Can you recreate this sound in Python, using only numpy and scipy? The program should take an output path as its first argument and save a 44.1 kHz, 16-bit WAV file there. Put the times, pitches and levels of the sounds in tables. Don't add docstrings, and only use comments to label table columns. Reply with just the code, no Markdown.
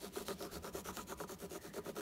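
import sys
import numpy as np
from scipy import signal
from scipy.fft import rfft, irfft, next_fast_len
from scipy.io import wavfile
from scipy.ndimage import uniform_filter1d

SR = 44100
rng = np.random.default_rng(int(sys.argv[2]) if len(sys.argv) > 2 else 0)


def master_out(mix):
    frames = np.transpose(np.atleast_2d(mix))
    ceiling = np.clip(frames, -1, 1)
    pcm = np.round(ceiling * 32767).astype(np.int16)
    wavfile.write(sys.argv[1], SR, pcm)


N = 88773
T = np.arange(N) / SR


def from_db(db):
    return 10 ** (np.asarray(db) / 20)


def rms_one(x):
    return x / np.sqrt(np.mean(x ** 2) + 1e-20)


def swell(peak_s, sigma_s):
    return np.exp(-.5 * ((T - peak_s) / sigma_s) ** 2)


def arch(start_s, end_s):
    progress = np.clip((T - start_s) / (end_s - start_s), 0, 1)
    return np.maximum(np.sin(np.pi * progress), 0)


def soften(x, order, hz):
    return signal.sosfilt(signal.butter(order, hz, fs=SR, output="sos"), x + 1e-18)


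def die_away(x, tau_s):
    return signal.lfilter([1], [1, -np.exp(-1 / (tau_s * SR))], x + 1e-18)


def resonate(x, hz, width_hz):
    radius = np.exp(-np.pi * width_hz / SR)
    feedback = [1, -2 * radius * np.cos(2 * np.pi * hz / SR), radius ** 2]
    return signal.lfilter(np.array([1, 0, -1]) * (1 - radius ** 2) / 2, feedback, x + 1e-18)


def narrow_noise(hz, width_hz):
    return rms_one(resonate(resonate(rng.standard_normal(N), hz, width_hz), hz, width_hz))


def colour(x, spectrum):
    hz, db = np.transpose(spectrum)
    bins_hz = np.maximum(np.arange(N + 1) * SR / (2 * N), 1)
    gain = from_db(np.interp(np.log(bins_hz), np.log(hz), db))
    return rms_one(irfft(rfft(x, 2 * N) * gain)[:N])


def grains(per_s, spread_db):
    sizes = from_db(spread_db * np.minimum(rng.exponential(1, N), 4))
    return (rng.random(N) < per_s / SR) * sizes * rng.choice([-1, 1], N)


def crunch(clicks, tau_s):
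    return die_away(np.abs(clicks), tau_s) * rng.standard_normal(N)


def body(force, modes):
    push = soften(force, order=2, hz=1940)
    return sum((-1) ** k * from_db(db) * resonate(push, hz, width_hz)
               for k, (hz, width_hz, db) in enumerate(modes))


def fibres():
    return grains(per_s=24000, spread_db=4.5)


# frequency in Hz, relative density in dB.
HISS_SPECTRUM = [(600, 4), (1500, -1.5), (2200, -1), (3700, 0.5), (4400, 2.5), (4900, -5), (5600, 2),
                 (6900, 2), (8300, -1.5), (9200, 1.5), (10000, 0), (10450, -2.5), (11000, -0.5),
                 (13200, -0.5), (15500, -5.5)]


def stroke_hiss(friction, spread_db=2, step_hz=258):
    hiss = colour(friction, HISS_SPECTRUM)
    size = next_fast_len(N)
    bins_hz = np.arange(size // 2 + 1) * SR / size
    ripple_db = spread_db * np.interp(bins_hz / step_hz, np.arange(256), rng.standard_normal(256))
    return rms_one(irfft(rfft(hiss, size) * from_db(ripple_db), size)[:N])


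# frequency in Hz, width in Hz, relative gain in dB.
DESK_RESONANCES = [(169.4, 9.4, -4), (228, 21, -8), (315.4, 28, -3), (387.4, 41, 2.5), (419.2, 37.4, 2),
                   (528, 120, -6), (575, 55, -1.5), (706.5, 30, -10.5)]


def desk_ring(force):
    return body(force, DESK_RESONANCES)


# frequency in Hz, width in Hz, relative gain in dB.
SHEET_RESONANCES = [(781, 57, -6.5), (929, 41, 0.5), (987, 13.8, 4.5), (1156, 17, -1.5), (1224.6, 23, 5),
                    (1324, 195, 2.5), (1315, 36, -13.5), (1589, 27, -27), (1943, 74, -13.5)]


def sheet_ring(force):
    return body(force, SHEET_RESONANCES)


def desk_hum(evenness=0.89):
    analytic = signal.hilbert(narrow_noise(hz=184.8, width_hz=33.7))
    return rms_one(analytic.real / (np.abs(analytic) + 1e-6) ** evenness)


# start, end, pressure peak and pressure sigma in seconds;
# hiss, desk, sheet and hum levels in dB; rasp frequency in Hz, rasp level in dB.
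PENCIL_STROKES = [ (-0.004, 0.095, 0.047, 0.019, -53, -47.5, -57, -53, 3880, -64),
                  (0.124, 0.247, 0.178, 0.024, -51.5, -40.5, -50, -55.5, 3700, -65),
                  (0.247, 0.348, 0.301, 0.014, -50.5, -38.5, -45, -51, 4070, -57),
                  (0.378, 0.481, 0.440, 0.036, -54.5, -43.5, -56.5, -57, 5300, -60),
                  (0.506, 0.591, 0.555, 0.027, -52, -46, -55.5, -51.5, 4460, -60),
                  (0.622, 0.705, 0.657, 0.066, -55, -46, -52.5, -54.5, 5440, -65),
                  (0.724, 0.822, 0.772, 0.022, -51.5, -46, -51.5, -54, 7000, -61.5),
                  (0.839, 0.921, 0.886, 0.026, -51, -45, -48, -50.5, 6100, -65),
                  (0.92, 1.043, 0.989, 0.014, -52, -45.5, -48.5, -54, 7060, -60),
                  (1.066, 1.146, 1.111, .013, -53.5, -41.5, -46.5, -67, 6530, -58),
                  (1.171, 1.254, 1.208, 0.0098, -53.5, -40, -49.5, -50.5, 6500, -66),
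                  (1.273, 1.357, 1.318, 0.017, -53.5, -48.5, -58.5, -54, 6500, -60.5),
                  (1.384, 1.473, 1.438, 0.018, -54.5, -45, -56.5, -55.5, 6600, -76),
                  (1.493, 1.589, 1.551, 0.017, -53.5, -41.5, -56, -68, 6530, -63),
                  (1.606, 1.707, 1.655, 0.014, -57, -49.5, -56.5, -51.5, 4160, -67.5),
                  (1.729, 1.803, 1.778, 0.013, -54.5, -38, -54, -69, 4250, -67),
                  (1.837, 1.922, 1.878, 0.021, -56, -39, -53, -51.5, 3400, -71),
                  (1.951, 2.031, 2.000, 0.072, -52.5, -44, -52.5, -70, 6200, -64)]


def scribble(light_touch_db=-28.5, hum_early_s=0.013, desk_early_s=0.007):
    bumps = grains(per_s=1300, spread_db=0.5)
    bumps /= np.sqrt(np.abs(uniform_filter1d(bumps ** 2, size=700)) + 1e-9)
    friction = rms_one(fibres()) + rms_one(crunch(bumps, tau_s=0.00097))
    light, sliding = from_db(light_touch_db), sticking()
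    out, desk, sheet, hum = np.zeros((4, N))
    for start_s, end_s, peak_s, sigma_s, *sound in PENCIL_STROKES:
        hiss_db, desk_db, sheet_db, hum_db, rasp_hz, rasp_db = sound
        speed, pressure = arch(start_s, end_s), swell(peak_s, sigma_s)
        drag = speed ** 0.6 * (1 + 0.083 * (pressure - .5))
        hiss = from_db(hiss_db) * stroke_hiss(friction)
        rasp = from_db(rasp_db) * narrow_noise(rasp_hz, width_hz=960)
        out += drag * (hiss + rasp)
        force = sliding * speed ** 0.33 * (light + (1 - light) * pressure)
        desk += from_db(desk_db) * force
        sheet += from_db(sheet_db) * force
        hum += from_db(hum_db) * swell(end_s - hum_early_s, sigma_s=0.020)
    desk = np.interp(T + desk_early_s, T, desk)
    for level, ring in ((desk, desk_ring), (sheet, sheet_ring)):
        out += ring(bumps * level) / np.std(ring(bumps))
    scrape = from_db(-17.5) * sheet * rms_one(resonate(friction, hz=2280, width_hz=1600))
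    return out + scrape + hum * desk_hum()


# time in seconds, level in dB.
TIP_RUB_LEVELS = [(0, -71), (0.45, -64.5), (0.7, -76), (2, -73)]


def tip_rub():
    level_db = np.interp(T, *np.transpose(TIP_RUB_LEVELS))
    return from_db(level_db) * rms_one(resonate(fibres(), hz=2930, width_hz=3300))


# frequency in Hz, relative density in dB.
ROOM_SPECTRUM = [(25, -37), (45, -5), (72, 0.5), (110, -9), (190, -3.5), (280, -6), (500, -9.5),
                 (1000, -20), (2000, -24.5), (4000, -32.5), (15000, -32)]


def room_tone(level_db=-60):
    return from_db(level_db) * colour(rng.standard_normal(N), ROOM_SPECTRUM)


def reverberation(x, t60_s=0.29, gain_db=-16):
    tail = soften(rms_one(rng.standard_normal(N)), order=1, hz=2370)
    decay = from_db(-60 * T / t60_s)
    return from_db(gain_db) * signal.fftconvolve(x, tail * decay / np.linalg.norm(decay))[:N]


# time in seconds; desk knock, sheet slap and tick in relative dB.
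LEAD_SNAGS = [ (0.1580, -45, -43.5, -39), (0.1661, -36, -52, -37.5), (0.1818, -44, -54, -48),
              (0.2090, -41.5, -49.5, -51), (0.2836, -43.5, -39.5, -30), (0.3047, -36.5, -43.5, -39),
              (0.4060, -41.5, -46, -52), (0.425, -65, -49, -34.5), (0.5530, -55, -53, -43),
              (0.6445, -46, -41, -38.5), (0.745, -35.5, -49.5, -54), (0.8520, -45, -51.5, -44),
              (0.8880, -51, -38, -55), (0.9700, -43.5, -43.5, -30), (1.1220, -49, -39.5, -40),
              (1.2023, -46.5, -38.5, -59), (1.2374, -40.5, -41, -45.5), (1.294, -44, -44.5, -41),
              (1.509, -42, -57, -45), (1.5510, -46, -47, -54), (1.738, -43.5, -51, -42),
              (1.7650, -41.5, -51, -50), (1.7830, -46.5, -45, -54), (1.8604, -37, -45, -54),
              (1.8920, -39.5, -47, -38.5), (1.965, -44, -44.5, -38.5)]


def sticking(depth=0.66, tau_s=0.021):
    held = sum((T < at_s) * np.exp(-np.abs(T - at_s) / tau_s) for at_s, *_ in LEAD_SNAGS)
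    return np.clip(1 - depth * held, 0, 1)


def snags(contact_s=0.00017, desk_drive_db=26, sheet_drive_db=23):
    hits = np.zeros((3, N))
    for at_s, *levels_db in LEAD_SNAGS:
        hits[:, int(at_s * SR)] = from_db(levels_db)
    desk_hits, sheet_hits, tick_hits = hits
    knock = from_db(desk_drive_db) * desk_ring(die_away(desk_hits, contact_s))
    slap = from_db(sheet_drive_db) * sheet_ring(die_away(sheet_hits, contact_s))
    tick = resonate(crunch(tick_hits, tau_s=0.0012), hz=3520, width_hz=3650)
    crumbs = from_db(-5.5) * resonate(crunch(tick_hits, tau_s=0.00057), hz=12200, width_hz=4500)
    return knock + slap + tick + crumbs


# peak time in seconds, level in dB.
ROOM_RUMBLE_SWELLS = [(0.16, -66), (0.29, -62), (0.575, -54), (0.77, -55.5), (0.90, -56), (1.02, -62.5),
                      (1.19, -58), (1.33, -67), (1.86, -61.5)]


def rumble_swells():
    level = sum(from_db(db) * swell(peak_s, sigma_s=0.033) for peak_s, db in ROOM_RUMBLE_SWELLS)
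    return level * narrow_noise(hz=63, width_hz=52)


# start and end in seconds, start and end frequency in Hz, level in dB.
PAPER_RUBS = [(0.427, 0.543, 1000, 1563, -60.5), (0.661, 0.726, 1300, 1130, -72),
              (0.882, 0.949, 1250, 1052, -61), (1.124, 1.18, 1150, 1210, -70),
              (1.53, 1.852, 1900, 1780, -65.5)]


def paper_rubs(width_hz=320):
    out = np.zeros(N)
    for start_s, end_s, start_hz, end_hz, db in PAPER_RUBS:
        centre_hz = np.interp(T, [start_s, end_s], [start_hz, end_hz])
        phase = 2 * np.pi * np.cumsum(centre_hz) / SR
        in_phase, quadrature = soften(rng.standard_normal((2, N)), order=2, hz=width_hz / 2)
        band = rms_one(in_phase * np.cos(phase) + quadrature * np.sin(phase))
        out += from_db(db) * np.sqrt(arch(start_s, end_s)) * band
    return out


def scene():
    pencil = scribble() + tip_rub() + snags() + paper_rubs()
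    room = room_tone()
    return (pencil + reverberation(pencil) + rumble_swells() + room)[None]


def record(dry):
    cutoff_hz = 15750
    return signal.sosfilt(signal.ellip(12, .2, 70, cutoff_hz, fs=SR, output="sos"), dry)


dry = scene()
out = record(dry)
master_out(out)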